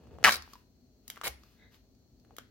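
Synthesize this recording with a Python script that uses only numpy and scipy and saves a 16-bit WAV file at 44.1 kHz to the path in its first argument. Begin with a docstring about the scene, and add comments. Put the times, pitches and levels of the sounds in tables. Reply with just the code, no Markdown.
"""A small office, the microphone close to a desk printer as a paper label is torn off.
The perforation gives way in a quick run of snaps and a short rip of parting fibres; the sheet is
pulled taut, ticks as it buckles, and the last strip rips free. Fingers bump the hollow housing,
the printer rocks, and the paper slides and crinkles as it is lifted, over a faint ventilation hum."""
import sys
import numpy as np
from scipy import signal
from scipy.fft import rfft, irfft
from scipy.io import wavfile

SR = 44100
rng = np.random.default_rng(int(sys.argv[2]) if len(sys.argv) > 2 else 0)


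def transcribe(signal):
    """Save signal, clipped to [-1, 1], as a 16-bit WAV file at the path in sys.argv[1]."""
    frames = np.atleast_2d(signal).T
    limited = np.clip(frames, -1, 1)
    pcm = np.round(limited * 32767).astype(np.int16)
    wavfile.write(sys.argv[1], SR, pcm)


N = 110250
T = np.arange(N) / SR


def amp(db):
    """Decibels to gain."""
    return 10 ** (np.asarray(db) / 20)


def unit_rms(x):
    """Scale to rms 1."""
    return x / np.sqrt(np.mean(x ** 2))


def unit_energy(x):
    """Scale each channel to energy 1."""
    return x / np.linalg.norm(x, axis=-1, keepdims=True)


def value_at(points, hz):
    """Value of a table on a log-frequency axis."""
    freqs, values = np.array(sorted(points)).T
    return np.interp(np.log(np.maximum(hz, 1)), np.log(freqs), values)


def convolve(x, response):
    """Play x through a response."""
    return signal.fftconvolve(np.atleast_2d(x), np.atleast_2d(response), axes=-1)[:, :N]


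def strike(x, response):
    """Ring a response with unit power gain."""
    return convolve(x, unit_energy(response))


def colour(x, spectrum, size=8192):
    """Minimum-phase filter with the given spectrum and unit power gain."""
    cepstrum = irfft(np.log(amp(value_at(spectrum, np.fft.rfftfreq(size, 1 / SR)))))
    cepstrum[1:size // 2] *= 2
    cepstrum[size // 2 + 1:] = 0
    return strike(x, irfft(np.exp(rfft(cepstrum))))


def decay(t, t60):
    """Fall by 60 dB in t60 seconds."""
    return np.exp(-np.log(1000) * t / t60)


def mode(hz, t60):
    """A dying ring."""
    t = T[:SR // 8]
    return np.cos(2 * np.pi * hz * t) * decay(t, t60)


def clicks(times, db):
    """Impulses, each with the energy of one millisecond at its level."""
    out = np.zeros(N)
    np.add.at(out, np.clip((times * SR).astype(int), 0, N - 1), amp(db) * np.sqrt(SR / 1000))
    return out


def grains(per_s, spread_db):
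    """Dense random clicks of uneven size, rms 1."""
    fires = rng.random(N) < per_s / SR
    size = np.minimum(rng.exponential(size=N), 4)
    sign = rng.choice([-1, 1], N)
    return unit_rms(fires * sign * amp(spread_db * size))


def swells(rows):
    """Bell-shaped rises and falls in level."""
    return sum(amp(db) * np.exp(-((T - at) / half) ** 2 / 2) for at, half, db in rows)


def pan(db):
    """Channel gains that put the left db above the right."""
    return amp(np.array([[1], [-1]]) * db / 2)


# sound scattered by the desk, against the direct path: frequency_hz, level_db
DESK_SCATTER = [(100, -12), (1000, -17.5), (2500, -4), (5000, 3.5), (9000, 7), (16000, 8.5)]
# the office's reverberation: frequency_hz, t60_s
ROOM_DECAY = [(100, 0.65), (500, 0.3), (1500, .34), (5000, 0.3), (16000, 0.18)]
def office(x, desk_db, room_db):
    """The way to the microphone: direct sound, treble off the desk, near walls, the room's tail."""
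    t, hz = T[:N // 2], np.fft.rfftfreq(N // 2, 1 / SR)

    def reflections(decay_s):
        return unit_energy(rng.standard_normal((2, len(t))) * np.exp(-t / decay_s) * np.sqrt(t))

    direct = np.exp(-2j * np.pi * hz * np.array([[0], [2]]) / SR)  # right channel 2 samples late
    share = amp(value_at(DESK_SCATTER, hz) + desk_db)
    desk = share * rfft(reflections(decay_s=0.0012))
    near = irfft((direct + desk) / np.hypot(1, share), len(t)) * (t < t[-1] / 2)
    noise = rfft(rng.standard_normal((2, len(t))))
    octave = np.round(np.log2(np.maximum(hz, 64)))
    tail = sum(irfft(noise * (octave == k), len(t)) * decay(t, value_at(ROOM_DECAY, 2 ** k))
               for k in np.unique(octave))
    tail = unit_energy(tail * (1 - np.exp(-(t / 0.014) ** 2)))  # builds over 14 ms
    walls = amp(-9) * reflections(decay_s=0.0076)
    return convolve(x, near + walls + amp(room_db) * tail)


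# room tone around the microphone: frequency_hz, level_db
HUM_SPECTRUM = [(25, -27.5), (48, 5), (92, -3), (127, -3.5), (153, -10.5), (256, -1), (293, -10.5),
                (439, -13), (476, -20), (641, -18.5), (962, -32), (2050, -38.5), (3820, -37.5),
                (4250, -24.5), (5000, -37), (6050, -31.5), (9320, -48.5), (16000, -36)]
def room_hum():
    """Low ventilation rumble, alike in both channels, under a faint wide hiss."""
    mid, side = colour(rng.standard_normal((2, N)), HUM_SPECTRUM)
    width_db = value_at([(150, -14), (2000, 1)], np.fft.rfftfreq(N, 1 / SR))
    side = irfft(rfft(side) * amp(width_db), N)
    return amp(-63) * np.array([mid + side, mid - side]) * pan(db=2.5)


# the printer rocking on the desk: start_s, relative_level_db, pitch_hz
WOBBLES = [(.01, -54, 70.06), (0.129, -53, 72.04), (0.253, -45.5, 80.64), (0.356, -47.5, 76.5),
           (1.284, -47, 66)]
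def printer_rocking():
    """The printer wobbles with a low thump when the pull changes."""
    out = np.zeros(N)
    for at, db, hz in WOBBLES:
        age = np.maximum(T - at, 0)
        attack = 1 - np.exp(-age / 0.0075)
        out += amp(db) * np.sin(2 * np.pi * hz * age) * attack * decay(age, t60=0.3)
    return 2 * out


# paper sliding and a sleeve shuffling by the microphone: middle_s, half_length_s, level_db
PAPER_SLIDES = [(.51, 0.064, -63.5), (1.14, 0.049, -64.5), (1.48, 0.075, -69), (1.745, 0.021, -64)]
SLEEVE_SHUFFLES = [(.03, .07, -57), (.14, .03, -57), (.214, .014, -50), (2.32, .06, -65)]
# tone of the sliding paper, the passing label and the sleeve: frequency_hz, level_db
SLIDE_SPECTRUM = [(200, -12), (1000, -0.5), (3000, -3.5), (5000, -4), (8000, -16), (13000, -8.5)]
SWISH_SPECTRUM = [(300, -3.5), (1300, -18), (1700, -2.5), (1830, -11), (2000, 3.5), (2800, -34),
                  (3850, -5.5), (4700, -30), (16000, -60.5)]
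SLEEVE_SPECTRUM = [(40, -10), (90, 5), (200, -0.5), (480, -2.5), (900, -13.5), (1300, -20.5), (2800, -26),
                   (7000, -39.5), (16000, -45)]
def handling():
    """Grainy friction: the sleeve shuffles, paper slides and the freed label swishes past."""
    slide = colour(swells(PAPER_SLIDES) * grains(per_s=3600, spread_db=-2.5), SLIDE_SPECTRUM)
    label_passing = swells([(1.629, 0.037, -61)])
    swish = colour(label_passing * grains(per_s=8700, spread_db=5), SWISH_SPECTRUM)
    sleeve = colour(swells(SLEEVE_SHUFFLES) * grains(per_s=1100, spread_db=1), SLEEVE_SPECTRUM)
    return office((slide + swish + sleeve) * pan(db=3), desk_db=-1.5, room_db=-8)


# soft bumps on the printer: start_s, level_db, thud_offset_db, contact_offset_db, pitch_hz, t60_s
BUMPS = [(.071, -56.5, 0.5, -5, 800, 0.0082), (.157, -60, 4, -14.5, 645, 0.024),
         (.186, -53, 14.5, -4, 850, 0.0075), (.229, -43.5, 8.5, -2.5, 1400, .006),
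         (.477, -47, -5.5, -14, 878, 0.0093), (0.5342, -46, -21, -2, 1116, 0.026),
         (.555, -43.5, -19.5, -8.5, 980, .04), (1.16, -47, -17, -7.5, 2187, 0.0094),
         (1.17, -41, -11, -11, 1500, 0.0055), (1.175, -43.5, -4.5, -2.5, 1146, 0.0055),
         (1.2137, -35.5, -26, 0, 1280, 0.0058), (1.2347, -37.5, -11, -4, 1150, 0.011),
         (1.271, -30, -3, -19, 1963, 0.0064), (1.283, -40.5, 4, -3, 496, 0.0096),
         (1.4355, -58, -10, 0.5, 1214, 0.012), (2.249, -62.5, 4.5, 0, 1490, 0.0052),
         (2.308, -49.5, -2.5, -18, 740, 0.027), (2.3846, -38, -2, 0.5, 1433, 0.0053)]
# tone of the contact and of the thud: frequency_hz, level_db
CONTACT_SPECTRUM = [(100, -22), (1200, -8), (4500, -18.5), (14000, -30)]
THUD_SPECTRUM = [(60, -8), (250, -3.5), (450, -0.5), (750, 0.5), (1200, -9.5), (3000, -33.5),
                 (16000, -50.5)]
def housing_knocks():
    """Paper and fingers bump the housing: a tick, a thud and a hollow ring pitched by the spot hit."""
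    at, db, thud_db, contact_db, hz, t60 = np.array(BUMPS).T
    rings = sum(strike(clicks(at[[k]], db[[k]]), mode(hz[k], t60[k])) for k in range(len(at)))
    rings = signal.sosfilt(signal.butter(2, [300, 3000], "band", fs=SR, output="sos"), rings)
    contacts = colour(clicks(at, db + contact_db), CONTACT_SPECTRUM)
    thuds = colour(clicks(at, db + thud_db), THUD_SPECTRUM)
    return office((rings + contacts + thuds) * pan(db=3), desk_db=1.5, room_db=-15.5)


# perforation ties breaking, close up: start_s, level_db, crack_offset_db, pitch_hz
TIE_SNAPS = [(0.2401, -17.5, 3.5, 1550), (0.2417, -15.5, -4.5, 1450), (0.2432, -14.5, -11.5, 2800),
             (0.2455, -15.5, -13.5, 2300), (0.2459, -11, -11.5, 2050), (0.2483, -12, -14, 1500),
             (.249, -13, -13, 1800), (.2506, -16, -18.5, 1500), (.255, -10, -12.5, 1800),
             (0.2616, -14, -15, 1650), (0.2661, -16, -17.5, 1430), (.27, -13.5, -12, 1330),
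             (0.2752, -14.5, -14, 1210), (0.2793, -13, -14, 1090), (0.2845, -16, -16, 1020),
             (0.2848, -15, -12, 1000), (.2891, -18, -16, 1450), (0.2929, -13, -11.5, 1580)]
# tone of the flexing sheet and the cracking fibres: frequency_hz, level_db
FLEX_SPECTRUM = [(60, -29.5), (200, -12.5), (500, -8), (800, -1.5), (1250, -1.5), (2000, -6.5),
                 (3300, -4.5), (4500, -12.5), (8000, -30.5), (16000, -42.5)]
CRACK_SPECTRUM = [(200, -25), (1500, -7.5), (4000, -4), (6000, 7), (7700, -12), (9000, -8), (12000, -8),
                  (16000, -8.5)]
# resonances of the printer housing: pitch_hz, t60_s, level_db
HOUSING_MODES = [(220, .2, -18), (440, .1, -9), (600, .1, -7), (803, .1, -3), (945, .07, 0), (1123, .08, 0),
                 (1330, .06, 0), (1672, .06, -1), (1840, .08, 1), (2178, .07, -1), (2990, .06, -4)]
def perforation():
    """Each tie snaps: the sheet pops, mostly lower as it comes free, fibres crack, the housing rings."""
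    at, db, crack_db, hz = np.array(TIE_SNAPS).T
    t60 = 0.017 * (1100 / hz) ** 2  # the freer, lower sheet rings longer
    pulls = -clicks(at, db)
    pops = sum(strike(-clicks(at[[k]], db[[k]]), mode(hz[k], t60[k])) for k in range(len(at)))
    flex = colour(pulls, FLEX_SPECTRUM)
    housing = sum(amp(level) * mode(pitch, ring_s) for pitch, ring_s, level in HOUSING_MODES)
    body = amp(-1.5) * pops + amp(-9) * flex + amp(-15) * strike(pulls, housing)
    cracks = colour(clicks(at, db + crack_db), CRACK_SPECTRUM)
    return (office(body * pan(db=2.5), desk_db=-3, room_db=-17.5)
            + office(cracks * pan(db=-2.5), desk_db=-5.5, room_db=-13))


def stick_slip(rate_hz, jitter, depth):
    """The tear catches and slips a few milliseconds apart, unevenly."""
    slip_times = np.cumsum(np.exp(jitter * rng.standard_normal(N // 100))) / rate_hz
    cycles = np.interp(T, slip_times, np.arange(len(slip_times)))
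    return unit_rms(1 + depth * np.cos(2 * np.pi * cycles))


# runs of the tear, close up: start_s, length_s, start_level_db, end_level_db, rasp_offset_db
TEARS = [(0.253, 0.055, -35.5, -30.5, -12), (.307, .0045, -26.5, -30, -4), (0.3183, 0.0065, -29, -26, -1),
         (0.327, .0095, -33.5, -30, 1.5), (0.339, .0085, -32.5, -32, -2), (0.3545, .0045, -33, -30.5, -2),
         (0.364, 0.0038, -39, -33.5, -9), (1.2351, 0.047, -37, -31.5, -12)]
# tone of the parting fibres and the torn edge: frequency_hz, level_db
FIBRE_SPECTRUM = [(60, -4), (250, -5.5), (550, 3), (1000, -0.5), (2100, 3), (3200, -3.5), (4500, -1.5),
                  (6000, -10.5), (7700, -11.5), (10000, -4.5), (16000, -7.5)]
EDGE_SPECTRUM = [(500, -33), (3300, -15.5), (4300, -2), (4900, -3), (5500, -11), (7000, -12.5),
                 (8000, -23.5), (14000, -22.5)]
def rips(attack_s=0.0012, release_s=0.00036, fibres_per_s=6500):
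    """Fibres part in a dense crackle while the tear runs; the torn edge rasps."""
    fibre_level, edge_level = np.zeros((2, N))
    for at, length, start_db, end_db, rasp_db in TEARS:
        attack = np.clip((T - at) / attack_s, 0, 1)
        release = np.exp(-np.maximum(T - at - length, 0) / release_s)
        force = amp(np.interp(T, [at, at + length], [start_db, end_db])) * attack * release
        fibre_level += force
        edge_level += force * amp(rasp_db)
    slip = stick_slip(rate_hz=260, jitter=0.3, depth=0.85)
    fibres = colour(slip * fibre_level * grains(fibres_per_s, spread_db=4), FIBRE_SPECTRUM)
    rasp = colour(slip * edge_level * grains(fibres_per_s, spread_db=4), EDGE_SPECTRUM)
    return office((fibres + rasp) * pan(db=0.5), desk_db=4, room_db=-18.5)


# the torn edge catching, centred on the microphone: start_s, level_db
EDGE_CATCHES = [(0.4221, -39), (0.5348, -43), (1.4348, -53), (1.95, -64.5), (2.198, -62)]
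def edge_flicks():
    """The torn edge flicks past a finger with a thin, high tick."""
    at, db = np.array(EDGE_CATCHES).T
    return office(colour(clicks(at, db), EDGE_SPECTRUM), desk_db=9, room_db=-18)


# the sheet creasing, mostly left of centre: start_s, level_db, pop_offset_db, left_over_right_db
CREASES = [(.5336, -48, -3, 1), (1.079, -40, -16, 4), (1.08, -38.5, -14.5, 3), (1.1007, -32, 0.5, 0.5),
           (1.102, -43, -2, 10), (1.1591, -53.5, 1, -1), (1.2784, -26, -7, 1), (1.7221, -69, 6, -3),
           (1.7439, -67, 14.5, 5), (2.366, -43.5, -4, 4.5), (2.384, -41.5, 4.5, 3)]
# tone of a crease's tick and of its pop: frequency_hz, level_db
TICK_SPECTRUM = [(200, -32), (1000, -9.5), (2300, -9), (4200, 3.5), (6500, 3.5), (8500, -5), (11300, 3.5),
                 (13400, 3.5), (16000, -4)]
POP_SPECTRUM = [(100, -15), (900, -9.5), (1500, 1), (2150, 6), (2650, -7), (3150, 11.5), (3700, 5.5),
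                (16000, -23.5)]
def crease_ticks():
    """The sheet buckles with a bright tick and a duller pop."""
    at, db, pop_db, pan_db = np.array(CREASES).T
    channels = []
    for side_db in (db + pan_db / 2, db - pan_db / 2):
        ticks = colour(clicks(at, side_db), TICK_SPECTRUM)
        pops = colour(clicks(at, side_db + pop_db), POP_SPECTRUM)
        channels.append(ticks + pops)
    return office(np.vstack(channels), desk_db=9.5, room_db=-14.5)


def scene():
    """Everything that reaches the microphone at the desk."""
    paper = perforation() + rips() + crease_ticks() + edge_flicks()
    return paper + housing_knocks() + handling() + printer_rocking() + room_hum()


def record(dry):
    """The recorder cuts the bass below 42 Hz and the treble above 15.9 kHz."""
    low_cut = signal.butter(4, 42, "high", fs=SR, output="sos")
    high_cut = signal.ellip(10, 0.2, 80, 15900, fs=SR, output="sos")
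    return signal.sosfilt(high_cut, signal.sosfilt(low_cut, dry))


dry = scene()
out = record(dry)
transcribe(out)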